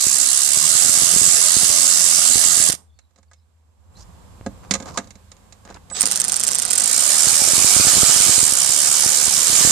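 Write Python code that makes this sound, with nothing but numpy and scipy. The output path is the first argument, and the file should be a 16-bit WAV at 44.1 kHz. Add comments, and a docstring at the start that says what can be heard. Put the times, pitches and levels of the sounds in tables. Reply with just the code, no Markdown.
"""A cordless ratchet backs two screws out of a dashboard hood, close to the right microphone port.
Every crank turn the pawl clacks over the teeth in a fixed pattern: filtered noise bursts that ring the head.
Meshing gears rattle as random noise grains, the crank buzzes once a turn, fan eddies slap the right port.
Between the screws decaying modes make the socket's steel ring and the hood's knocks, among scrapes and squeaks.
Rumble, air, hiss and hums of a quiet cabin lie beneath; a short diffuse tail surrounds tool and touches."""
import sys
import numpy as np
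from scipy import signal
from scipy.fft import rfft, irfft
from scipy.io import wavfile
from scipy.ndimage import uniform_filter1d

SR = 44100
rng = np.random.default_rng(int(sys.argv[2]) if len(sys.argv) > 2 else 0)


def pcm_store(signal):
    """Save signal as 16-bit PCM."""
    levels = np.round(np.clip(np.atleast_2d(signal), -1, 1) * 32767)
    wavfile.write(sys.argv[1], SR, levels.astype(np.int16).T)


N = 428211

# crank speed while each screw turns: time_s, speed (turns per s)
FIRST_SPEED = [(0, 67.69), (0.45, 68.75), (0.8, 84.91), (1.2, 86.89), (1.8, 86.23), (2.1, 85.29),
               (2.55, 85.84), (2.76, 77.3)]
SECOND_SPEED = [(6, 10.08), (6.1, 22.19), (6.3, 25.19), (6.6, 28.34), (7.1, 76.65), (7.3, 81.81),
                (7.5, 84.22), (7.7, 98.41), (8.2, 99.95), (8.35, 92.08), (8.55, 61.82), (8.75, 71.92),
                (9, 74.23), (9.3, 72.09), (9.45, 77.84), (9.62, 97.76), (9.71, 99.32)]
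# left port against right, one curve a screw: pitch_hz, balance_db
TOOL_BALANCE = [
    [(60, -11.5), (110, -8), (200, 5), (380, -8.5), (700, -3), (1290, -6), (2380, -6.5), (4400, -3.5),
     (8120, -15), (15000, -12.5)],
    [(60, -7), (110, -14), (200, -8.5), (380, -6.5), (700, -9.5), (1290, -7.5), (2380, -8), (4400, 0),
     (8120, -14.5), (15000, -15)],
]
TOOL_LIKENESS = 0.23   # of the tool's noise at the two ports, 0-1
USUAL_SPEED = 85   # turns per s
RELEASE_S = 2.7   # the first screw ends as the trigger is let go
SQUEEZED_S = 5.958   # the trigger reaches full gain for the second screw


def amp(db):
    """Decibels to linear gain."""
    return 10 ** (np.asarray(db) / 20)


def rms_one(x):
    """Scales a signal to rms 1."""
    return x / np.sqrt(np.mean(x ** 2) + 1e-20)


def mid_one(x):
    """Scales a pair so that its mean has rms 1."""
    return x / np.sqrt(np.mean(x.mean(axis=0) ** 2))


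def in_time(rows, outside=None):
    """Columns of a curve table, sample by sample."""
    s, *columns = np.transpose(rows)
    return [np.interp(np.arange(N) / SR, s, c, outside, outside) for c in columns]


def impulses(rows):
    """A click for each (time_s, level_db) row."""
    s, db = np.transpose(rows)
    return np.bincount(np.round(s * SR).astype(int), amp(db), N)


def die(clicks, t60):
    """Each click becomes an exponential envelope, 60 dB down after t60 seconds."""
    return signal.lfilter([1], [1, -amp(-60 / (t60 * SR))], clicks + 1e-18)


def drift(rate):
    """Slow chance of rms 1: low-passed noise near a rate in Hz, drawn at every 16th sample."""
    r = np.exp(-32 * np.pi * rate / SR)
    noise = rng.standard_normal(N // 16 + 2002)
    slow = signal.lfilter([1], [1, -2 * r, r * r], noise)[2000:]
    return np.interp(np.arange(N) / 16, np.arange(len(slow)), rms_one(slow))


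def pair(alike):
    """Two noises with a given likeness, from a shared middle and an opposed side."""
    mid, side = rng.standard_normal((2, N))
    alike = np.clip(alike, 0, 1)
    return np.sqrt(1 + alike) * mid + np.sqrt(1 - alike) * side * [[1], [-1]]


def colour(x, spectrum, lifts=(), tilt=None, share=0):
    """Causal (minimum-phase) filter from a spectrum, resonant lifts and a share of a left-right tilt."""
    hz = np.maximum(np.fft.rfftfreq(4096, 1 / SR), 1)

    def read(points):
        point_hz, point_db = np.array(points).T
        return np.interp(np.log(hz), np.log(point_hz), point_db)

    db = read(spectrum) + sum(lift / (1 + (2 * (hz - f) / w) ** 2) for f, w, lift in lifts)
    db = db + (share * read(tilt) if tilt else 0)
    # folding the cepstrum forward makes the filter causal
    cepstrum = irfft(db * np.log(10) / 20)
    cepstrum[1:2048] *= 2
    cepstrum[2049:] = 0
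    return signal.oaconvolve(x, irfft(np.exp(rfft(cepstrum))))[:len(x)]


def at_ports(noise, spectrum, lifts, tilt):
    """The tool heard at both ports; the left one lies in the shadow."""
    left = colour(noise[0], spectrum, lifts, tilt, share=0.97)
    return np.array([left, colour(noise[1], spectrum, lifts)])


def flicker(x, patchy_db, rate, count=17):
    """Loose parts rattle on and off: bands 0.4 octave wide swell and sink on their own, the treble least."""
    out, edges = x.copy(), 130 * 2 ** (.4 * np.arange(count))
    for low, high in zip(edges, edges[1:]):
        band = signal.sosfilt(signal.butter(2, [low, high], "band", fs=SR, output="sos"), x)
        swell_db = patchy_db * (low / 1000) ** -.4 * drift(rate)
        out += (amp(swell_db) - 1) * band
    return out


def head(order):
    """Resonances of the ratchet head as one excitation meets them: 0 rattle and ticks, 1 driving, 2 returning."""
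    # pitch_hz, width_hz, rattle_and_ticks_db, driving_clacks_db, returning_clacks_db (lifts)
    resonances = [(525, 76, 4.5, 0.5, 1), (704, 78, 5.5, 3, -1.5), (1240, 140, 5.5, 0.5, 2.5),
                  (3810, 110, 2.5, -1, 2), (4955, 150, 4, -1.5, 0.5), (5614, 95, 2, -3.5, 6.5),
                  (6360, 640, 2.5, 0.5, 7.5), (7255, 300, 3.5, 4.5, 5), (8100, 330, -1, 3.5, -7),
                  (8550, 170, 2.5, 6.5, -9), (8990, 370, -8.5, 6, -9), (10190, 460, -2, 6.5, -6.5),
                  (12000, 2200, 1, -3.5, -1)]
    return [(row[0], row[1], row[2 + order]) for row in resonances]


def trigger(k):
    """Gain in dB as the motor coasts down, then is braked (first screw), or is squeezed on (second)."""
    coast_db_per_s, brake_s, brake_db_per_s, rise_db_per_s = 214, 2.755, 1500, 900
    t = np.arange(N) / SR
    release = -coast_db_per_s * (t - RELEASE_S) - brake_db_per_s * np.maximum(t - brake_s, 0)
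    squeeze = rise_db_per_s * (t - SQUEEZED_S)
    return np.clip([release, squeeze][k], -120, 0)


def pawl_envelope(turns, speed):
    """Every turn plays the contact table; each clack comes a little early or late, harder or softer."""
    # contacts in one crank turn: angle (turns), slow_db, fast_db, share that rings high (0-1)
    contacts = [(.05, -9.5, 1, 0), (.17, -7, -2, 0.04), (0.399, -18.5, -5.5, 0.4), (.552, -19, -3, 0.1),
                (.74, -6, 0.5, .9), (.84, -3.5, -6.5, 0.8), (0.941, -2.5, -6, 0.7)]
    # returning clacks over driving clacks: time_s, level_db
    return_curve = [(0, 2.5), (.6, -3), (2.7, -1.5), (6.7, -0.5), (7.2, -2), (8, 0), (8.6, -4.5), (9, 1),
                    (9.7, 3.5)]
    slow_speed, fast_speed = 10, 93   # turns per s
    t60_s, spread_db, jitter_turns = 0.013, 1.5, 0.027
    angle, slow_db, fast_db, high = np.transpose(contacts)
    whole = np.arange(0, turns[-1])[:, None]
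    luck = rng.standard_normal((len(whole), 2, len(angle)))
    at = np.searchsorted(turns, whole + angle + jitter_turns * luck[:, 0])
    fast = np.clip((speed[np.minimum(at, N - 1)] - slow_speed) / (fast_speed - slow_speed), 0, 1)
    size = amp(slow_db + fast * (fast_db - slow_db) + spread_db * luck[:, 1])
    inside = (at > 0) & (at < N)
    high = np.clip(high, 0, 1)
    lean = in_time(return_curve)[0] / 2
    clicks = [np.bincount(at[inside], (size * np.sqrt(share))[inside], N) for share in (high, 1 - high)]
    envelope = die(uniform_filter1d(clicks, size=30), t60_s) * amp([-lean, lean])   # driving, returning
    # local power is levelled, so that effort alone sets the loudness
    power = uniform_filter1d(np.sum(envelope ** 2, axis=0), size=SR // 8)
    return envelope / np.sqrt(power + 1e-7)


def ratchet(k, speed_rows):
    """One screw: pawl clacks, gear rattle and crank buzz, all louder with speed."""
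    # crank angle as each speed table begins (turns)
    start_turns = [.31, .91]
    # colours of clacks, rattle and the crank's push through head and hood, by screw: pitch_hz, gain_db
    pawl_colour = [
        [(880, -38.5), (1500, -20), (2450, -21.5), (2700, -15.5), (3150, -20.5), (5000, -7), (5840, -9.5),
         (8100, 3), (9090, -6), (10400, -3.5), (11500, -13.5), (13100, -15.5), (15000, -36.5)],
        [(880, -51.5), (1500, -16), (2080, -26.5), (2310, -10.5), (2700, -32.5), (2970, -12), (3400, -21),
         (5450, -5.5), (5950, -9.5), (7210, -1.5), (8330, 1.5), (13900, -17.5), (14500, -25), (15000, -38)],
    ]
    gears_colour = [
        [(180, -54), (300, -30.5), (383, -23.5), (691, -22.5), (830, -19.5), (930, -26.5), (1030, -15.5),
         (1250, -16.5), (2250, -14), (2480, -21.5), (2730, -14), (8190, -7.5), (13200, -21), (13800, -26),
         (15000, -72.5)],
        [(180, -41.5), (300, -13), (383, -17), (587, -12), (913, -11.5), (1270, -10), (1760, -10),
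         (2320, -11.5), (2560, -10), (8320, -4), (13200, -32), (14300, -26), (15000, -32)],
    ]
    buzz_colour = [
        [(60, -33.5), (100, -17.5), (180, 4), (260, 2.5), (400, -11.5), (650, 9), (900, -15.5), (1300, -7),
         (2200, -6.5), (3500, -26.5)],
        [(60, -11), (100, -37), (180, -5), (260, -9.5), (400, -13.5), (650, 5.5), (900, 4.5), (1300, -4.5),
         (2200, -11), (3500, -23)],
    ]
    # level laws, one row a screw: relative level_db at the usual speed, slope (dB per turn per s)
    pawl_law = [(-17, 0.1), (-16, 0.1033)]
    gears_law = [(-24, 0.21), (-23.5, 0.17)]
    buzz_law = [(-34, 0.38), (-39, 0.064)]
    # left port after right, by screw: lag_s
    port_lag = [-.00023, 0.0]
    blur_s = 6.87   # single strokes of the second screw run together from here
    lurch_db, lurch_s = 8.5, 0.1   # the gears strain as the second screw breaks loose
    mesh_per_s, mesh_spread_db = 4000, 1.5   # gear teeth meeting

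    speed, = in_time(speed_rows, outside=0)
    turns = start_turns[k] + np.cumsum(speed) / SR
    t = np.arange(N) / SR
    excess = in_time(speed_rows)[0] - USUAL_SPEED
    pawl_db, gears_db, buzz_db = [law[k][0] + law[k][1] * excess + trigger(k)
                                  for law in (pawl_law, gears_law, buzz_law)]

    blurred = (t > blur_s) if k else (t < RELEASE_S)
    clacks = sum(at_ports(envelope * pair(TOOL_LIKENESS), pawl_colour[k], head(order=j + 1), TOOL_BALANCE[k])
                 for j, envelope in enumerate(pawl_envelope(turns, speed)))
    pawl = blurred * amp(pawl_db - 4.0) * mid_one(clacks)

    # teeth chatter, harder on the drive stroke
    gears_db = gears_db + k * lurch_db * np.exp(-np.maximum(t - SQUEEZED_S, 0) / lurch_s)
    meet = rng.random(N) < mesh_per_s / SR
    chance_db = mesh_spread_db * np.minimum(rng.exponential(1, N), 4) + 0.45 * drift(170)
    rattle = meet * amp(chance_db + 0.3 * np.cos(2 * np.pi * turns))
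    rattle = at_ports(rattle * pair(TOOL_LIKENESS), gears_colour[k], head(order=0), TOOL_BALANCE[k])
    gears = amp(gears_db) * mid_one(rattle)

    # one push a turn, levelled; its lines break up and waver
    pushes = np.diff(np.floor(turns + 0.013 * drift(25)), prepend=0) * amp(0.97 * drift(40))
    buzz = colour(pushes, buzz_colour[k])
    buzz = amp(buzz_db - 7.5) * buzz / np.sqrt(uniform_filter1d(buzz ** 2, size=SR // 8) + 1e-12)
    buzz = flicker(buzz, 2.5, 6.0, count=8)

    left, right = pawl + gears + buzz * amp([[-1.5], [1.5]])
    return np.array([np.roll(left, round(port_lag[k] * SR)), right])


def room(x):
    """Short diffuse tail of a padded cabin: decaying noise, own echoes for each port."""
    t60_s = 0.22
    since = np.arange(int(.5 * SR)) / SR
    echoes = rng.standard_normal((2, len(since))) * amp(-60 * since / t60_s) * (since > .004)
    echoes = echoes / np.sqrt(np.sum(echoes ** 2, axis=1, keepdims=True))
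    return signal.oaconvolve(x, echoes, axes=1)[:, :N]


def cabin():
    """Low rumble, hums, air and hiss; rumble, hums and hiss change when the microphone is moved."""
    # relative levels, swelling while the hands move: time_s, rumble_db, air_db
    swells = [(2.78, -58, -56), (2.9, -51, -70.5), (3.4, -60, -71.5), (3.75, -55, -68), (3.97, -41, -54.5),
              (4.15, -45, -53), (4.65, -41.5, -49), (4.9, -43, -40), (5.12, -49, -57.5), (5.4, -56, -57),
              (5.85, -46.5, -55.5), (6.05, -60, -41.5)]
    # rumble colours before and after the move: pitch_hz, gain_db
    rumble_colours = [
        [(15, -65), (25, -39), (48, -23.5), (60, -7.5), (76, 4.5), (93, -0.5), (108, -34), (180, -34.5),
         (230, -65), (400, -120)],
        [(15, -31), (25, -10), (70, 5), (99, 5), (139, -12), (180, -2), (230, -66), (400, -120)],
    ]
    # air and hiss colours: pitch_hz, gain_db
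    air_colour = [(71, -33), (120, -8.5), (194, -6), (241, -9), (300, -15.5), (531, -15.5), (595, -15),
                  (1120, -14.5), (2500, -47.5), (3250, -65), (5500, -120)]
    hiss_colour = [(940, -25), (1600, 0.5), (1770, -4), (3230, -6), (3790, -5.5), (5500, -7.5), (7030, -6),
                   (7640, -2.5), (7940, -6.5), (13900, -16), (15000, -11)]
    # resonance of the air: pitch_hz, width_hz, lift_db
    air_ring = [(513, 33, 6)]
    # steady hums: pitch_hz, before_db, after_db
    hums = [(48, -80, -56), (80, -56, -55), (100, -80, -60), (188, -80, -62)]
    # thin steady whines: pitch_hz, level_db over the hiss
    whines = [(7472, -12.5), (8695, -19.5), (13655, -27)]
    move_s, move_length_s = 3.9, 0.065
    # hiss level at air of -54 dB, share of the air's swing it follows, gain after the move
    hiss_base_db, hiss_follows, hiss_moved_db = -65.5, 0.48, 7

    rumble_db, air_db = in_time(swells)
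    moved = np.clip((np.arange(N) / SR - move_s) / move_length_s, 0, 1)
    hiss_db = hiss_base_db + hiss_follows * (air_db + 54.0) + hiss_moved_db * moved

    def noise(sides, *shape):
        return rms_one(np.array([colour(side, *shape) for side in sides]))

    def tone(hz):
        return np.sin(2 * np.pi * hz * np.arange(N) / SR) * amp(1.484 * drift(3))

    low = pair(0.47)
    before, after = [noise(low, spectrum) for spectrum in rumble_colours]
    rumble = amp(rumble_db - 3) * ((1 - moved) * before + moved * after)
    rumble = rumble + sum(amp(db + moved * (moved_db - db)) * tone(hz) for hz, db, moved_db in hums)
    air = amp(air_db + 0.5 * drift(9)) * noise(pair(0.2), air_colour, air_ring)
    hiss = noise(pair(0), hiss_colour) + sum(amp(db) * tone(hz) for hz, db in whines)
    return (rumble + air) * amp([[-1.5], [1.2]]) + amp(hiss_db) * hiss * amp([[-4], [2]])


def slaps():
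    """A push of air and its rebound, almost only on the right; weaker ones come at random, more with speed."""
    # the strongest fan eddies that slap the right port: time_s, level_db (relative)
    strong = [(0.068, -14), (0.573, -16), (0.715, -22), (0.849, -17), (0.895, -15), (0.975, -18),
              (1.021, -14.5), (1.163, -10), (1.568, -9.5), (1.633, -14), (2.357, -10), (2.602, -15),
              (2.699, -10), (7.271, -11.5), (7.535, -12.5), (7.646, -8.5), (7.765, -7), (7.799, -5),
              (7.87, -7.5), (7.969, -9), (8.032, -3), (8.294, -9), (8.381, -10.5), (8.43, -10.5),
              (8.525, -14.5), (8.695, -20.5), (9.062, -11), (9.17, -31), (9.28, -13.5), (9.38, -19.5),
              (9.5, -14), (9.53, -16), (9.675, -10)]
    eddies_per_s, eddy_db = 16, -22   # at the usual speed, level relative
    rate_growth, db_per_turn = 0.04, 0.36   # exponent of the rate and dB, each per turn per s
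    spread_db = 3.5
    speed = in_time(FIRST_SPEED, outside=0)[0] + in_time(SECOND_SPEED, outside=0)[0]
    excess = speed - USUAL_SPEED
    born = rng.random(N) < (speed > 0) * eddies_per_s * np.exp(rate_growth * excess) / SR
    weak = born * amp(eddy_db + db_per_turn * excess + spread_db * rng.standard_normal(N))
    push = uniform_filter1d(impulses(strong) + weak, size=36)
    smooth = signal.sosfilt(signal.butter(1, 200, fs=SR, output="sos"), push)
    rebound = signal.sosfilt(signal.butter(2, 62, "high", fs=SR, output="sos"), smooth)
    return amp(36.0) * rebound * amp([[-17], [0]])


def slow_clacks():
    """At a crawl every pawl tooth is heard alone; the first ring the head high, the last lower."""
    # crank strokes while the second screw breaks loose: time_s, level_db (relative)
    strokes = [(6.0084, 1), (6.065, -2.5), (6.1131, -3), (6.158, -3), (6.2005, -3.5), (6.2416, -6),
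               (6.2812, -2.5), (6.32, -5), (6.3591, -5), (6.3976, -6), (6.4359, -4.5), (6.4738, -3.5),
               (6.5115, -6), (6.548, -5.5), (6.5852, -4), (6.62, -4.5), (6.651, -6.5), (6.6794, -10),
               (6.7073, -3), (6.7312, -6), (6.7531, -7.5), (6.7766, -2), (6.798, -6), (6.819, -9),
               (6.8389, -5), (6.8582, -7)]
    # teeth passed in each stroke: angle (turns), level_db, spread_db, share that rings high (0-1)
    tooth_rows = [(-.17, -8.5, 5, 0.7), (0, 5, 2.4, 0.92), (0.159, 3, 2.8, 0.83), (.37, 2, 3, 0.15),
                  (.56, -14.5, 9.5, 0.05)]
    # the last teeth passed as the motor coasts after the first screw: time_s, level_db (relative)
    last_teeth = [(2.7005, -1), (2.705, -1), (2.7215, -2), (2.7275, -2.5), (2.742, -15), (2.75, -12)]
    # colour of the single clacks: pitch_hz, gain_db
    clack_colour = [(880, -38), (1500, -10.5), (1780, -23), (1950, -11), (2120, -18.5), (3470, -14),
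                    (3750, -16.5), (5350, -6), (6060, -6.5), (8830, 1.5), (9630, -4), (13900, -19.5),
                    (15000, -30)]
    # high ringing of the head: pitch_hz, width_hz, lift_db
    high_ring = [(3700, 300, -3), (7500, 290, 8.5), (8600, 300, 8.5), (9000, 270, 7), (10140, 270, 8)]
    t60_s = .014

    s, db = np.transpose(strokes)
    angle, tooth_db, spread_db, high = np.transpose(tooth_rows)
    luck = rng.standard_normal((len(s), len(angle)))
    high, out = np.clip(high, .01, .99), 0
    tooth_s = s[:, None] + np.gradient(s)[:, None] * angle   # stroke spacing gives the turn's length
    for share, lifts in ((high, high_ring), (1 - high, head(order=2))):
        level_db = db[:, None] + tooth_db + spread_db * luck + 10 * np.log10(share)
        teeth = np.transpose([tooth_s.ravel(), level_db.ravel()])
        clicks = impulses(teeth) + np.sqrt(share.mean()) * impulses(last_teeth)
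        envelope = die(uniform_filter1d(clicks, size=16) * 0.54, t60_s)
        out = out + at_ports(envelope * pair(TOOL_LIKENESS), clack_colour, lifts, TOOL_BALANCE[1])
    return amp(-1.5) * out / np.std(colour(rng.standard_normal(SR), clack_colour, high_ring))


def squeaks():
    """Faint wavering squeaks: gliding sines whose pitch and level drift."""
    # start_s, length_s, first_hz, last_hz, level_db (relative)
    chirps = [(2.87, 0.13, 3350, 3700, -76), (2.938, 0.05, 4500, 4400, -72), (3.29, .14, 5200, 5200, -77),
              (3.275, .025, 4400, 4500, -76), (3.35, .045, 3600, 4400, -78), (2.97, .12, 4050, 3800, -78),
              (3.385, .075, 3900, 4000, -81), (3.951, 0.032, 4200, 4160, -57),
              (4.945, .03, 1150, 1020, -42)]
    t, out, waver = np.arange(N) / SR, np.zeros(N), drift(60)
    for s, length, first_hz, last_hz, db in chirps:
        along = np.clip((t - s) / length, 0, 1)
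        glide = np.cumsum(first_hz + (last_hz - first_hz) * along + 120 * drift(110)) / SR
        out += amp(db + 5 + 4.4 * waver) * np.sin(np.pi * along) * np.sin(2 * np.pi * glide)
    return out


def touches():
    """Steel ticks and the socket's ring, the hood's modes struck anew each time, gritty scrapes and a pop."""
    # socket on screw and trim: time_s, tick_db, knock_db (relative), brightness (dB per octave about 500 Hz)
    contact_rows = [(2.989, -42, -65, 7), (3.108, -63, -70, 4), (3.1596, -50, -60, 2), (3.178, -55, -60, 3),
                    (3.185, -52, -54, 2), (3.229, -51, -68, 9), (3.3133, -48, -59, 11.5),
                    (3.3332, -42.5, -65, 5), (4.4627, -28.5, -20.5, -1.5), (4.7096, -6, -25.5, -3),
                    (4.7213, -36, -36, 8), (4.7379, -9, -29, -1), (4.7518, -20, -24, 3),
                    (4.801, -31, -33, 0), (4.824, -31.5, -35, -1), (4.8574, -35, -36.5, 1),
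                    (4.974, -12.5, -25, 8), (4.984, -24, -27, 1), (5.0427, -43, -48, -4),
                    (5.0724, -41, -50, -3), (5.106, -33.5, -52, 0), (5.1545, -41, -47.5, -1.5),
                    (5.3165, -34, -53, -1), (5.3666, -47, -60, 0), (5.524, -34, -55, 2),
                    (5.651, -39, -43.5, 1), (5.701, -37, -39, 0), (5.743, -35.5, -49, 1),
                    (5.7606, -45, -52, 1), (5.9, -30.5, -56, -2), (5.9126, -47, -38.5, 5.5),
                    (6.0348, -13.5, -26.5, 1)]
    # colour of the tick's noise: pitch_hz, gain_db
    tick_colour = [(710, -12), (1200, -12), (1850, -8), (2200, -5), (3060, -15), (3910, -6), (4960, -12),
                   (6820, -3), (8120, -10), (8910, -12), (10400, -21), (13200, -44), (14000, -34)]
    # modes of the plastic hood: pitch_hz, level_db, t60_s
    hood_modes = [(101, -13, 0.14), (198, 0, 0.12), (249, -3.5, 0.092), (290, -10, 0.15),
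                  (416, -6.5, 0.067), (539, -1.5, 0.079), (690, -2, 0.053), (860, -5.5, 0.05),
                  (1064, -8, 0.046), (1236, -5, 0.05), (1530, -14, 0.053), (1650, -9, 0.049),
                  (1970, -16, 0.041)]
    # modes of the steel socket and extension: pitch_hz, level_db, t60_s
    socket_modes = [(2170, -9, 0.066), (2690, -15.5, 0.06), (3070, -12, 0.037), (3540, -9.5, 0.048),
                    (4080, -4.5, 0.037), (4600, -6.5, 0.036), (5000, -6, .04), (5400, -7.5, .035),
                    (5950, -7, 0.036), (6680, -1.5, 0.022), (6970, -3, 0.023), (7350, -9, 0.025),
                    (8030, -5, 0.027), (8740, -16, .03)]
    # glove and socket dragging on the hood: start_s, length_s, bright_db, dull_db (relative)
    scrapes = [(3.96, 0.09, -53.5, -61), (4.626, 0.04, -61.5, -50), (4.861, 0.055, -45, -39.5),
               (4.905, 0.11, -49, -52), (4.97, 0.057, -65, -40), (5.657, 0.085, -59, -45),
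               (5.745, 0.043, -65, -44)]
    tick_t60_s, tick_pan_db = 0.047, -8.5   # left over right
    socket_db, socket_spread_db = -8, 7.5   # ring against the tick; random loss from touch to touch
    pop_s, pop_db, pop_t60_s = 4.4115, -25, .01   # a single soft pop

    tick, knock, ring, drag, swish = np.zeros((2, N)), np.zeros(N), np.zeros(N), np.zeros(N), np.zeros(N)
    luck = rng.normal(0, 1, (len(contact_rows), len(hood_modes) + len(socket_modes)))
    since = np.arange(SR // 5) / SR
    plastic_rise = 1 - np.exp(-since / 0.0012)   # plastic yields softly
    steel_rise = 1 - np.exp(-since / .0005)
    pan = np.array([[.5], [-.5]]) * tick_pan_db

    def mode(hz, db, t60, z):
        return amp(db - 60 * since / t60) * np.sin(2 * np.pi * hz * since) * np.sign(z)

    for (s, tick_db, knock_db, bright_db), strengths in zip(contact_rows, luck):
        at = slice(round(s * SR), round(s * SR) + len(since))
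        tick[:, at] += amp(tick_db - 9 + pan - 60 * since / tick_t60_s) * steel_rise
        for (hz, db, t60), z in zip(hood_modes, strengths):
            mode_db = knock_db + db + bright_db * np.log2(hz / 500) + 2 * z
            knock[at] += mode(hz, mode_db, t60, z) * plastic_rise
        for (hz, db, t60), z in zip(socket_modes, strengths[len(hood_modes):]):
            ring[at] += mode(hz, tick_db + socket_db + db - socket_spread_db * abs(z), t60, z)

    grit = amp(4.1 * drift(120))
    for s, length, bright_db, dull_db in scrapes:
        stroke = np.sin(np.pi * np.clip((np.arange(N) / SR - s) / length, 0, 1)) * grit
        swish += amp(bright_db) * stroke
        drag += amp(dull_db) * stroke
    dull, bright = [rms_one(signal.sosfilt(signal.butter(2, hz, "band", fs=SR, output="sos"), pair(0.45)))
                    for hz in ([250, 1460], [4300, 7400])]
    # the bright scrape also rings the socket's modes
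    flat, socket_lifts = [(1, 0), (SR, 0)], [(hz, 90, 7.0) for hz, db, t60 in socket_modes]
    bright = rms_one(np.array([colour(side, flat, socket_lifts) for side in bright]))

    scale = np.std(colour(rng.standard_normal(SR), tick_colour, head(order=0)))
    steel = [colour(side, tick_colour, head(order=0)) / scale for side in tick * pair(0.074)]
    steel = steel + ring * amp(pan) + swish * bright * amp([[-3], [3]])
    pop = uniform_filter1d(die(impulses([(pop_s, pop_db)]), pop_t60_s), size=8)
    return steel + (knock + drag * dull + pop) * amp([[-1.5], [1]])


def whine():
    """A thin chopper tone parts into two as the rotor gathers speed: a quickening beat, strongest on the right."""
    pitch_hz, level_db = 7870, -25   # level ahead of the port gains
    start_s, attack_s, fade_s, fade_length_s = 5.9, .03, 5.972, .035
    still_s, split = 5.93, 3600   # tones coincide at still_s; each then moves off (Hz per s)
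    t = np.arange(N) / SR
    shape = np.clip(np.minimum((t - start_s) / attack_s, 1 - (t - fade_s) / fade_length_s), 0, 1)
    beat = np.cos(np.pi * split * (t - still_s) ** 2)
    return amp(level_db) * shape * beat * np.sin(2 * np.pi * pitch_hz * t) * amp([[-9], [4]])


def scene():
    """Tool and touches with their room tail, and air slaps, cabin and squeaks without it."""
    room_db = -19.5
    tool = flicker(ratchet(0, FIRST_SPEED) + ratchet(1, SECOND_SPEED), patchy_db=2.5, rate=10.5)
    near = tool + slow_clacks() + whine() + touches()
    return near + amp(room_db) * room(near) + slaps() + cabin() + squeaks()


def record(dry):
    """Peaks flatten near full scale, the top is cut."""
    cutoff_hz = 15700
    rounded = dry / (1 + np.abs(dry / .9) ** 6) ** (1 / 6)
    return signal.sosfilt(signal.cheby2(12, 70, cutoff_hz, fs=SR, output="sos"), rounded)


dry = scene()
out = record(dry)
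pcm_store(out)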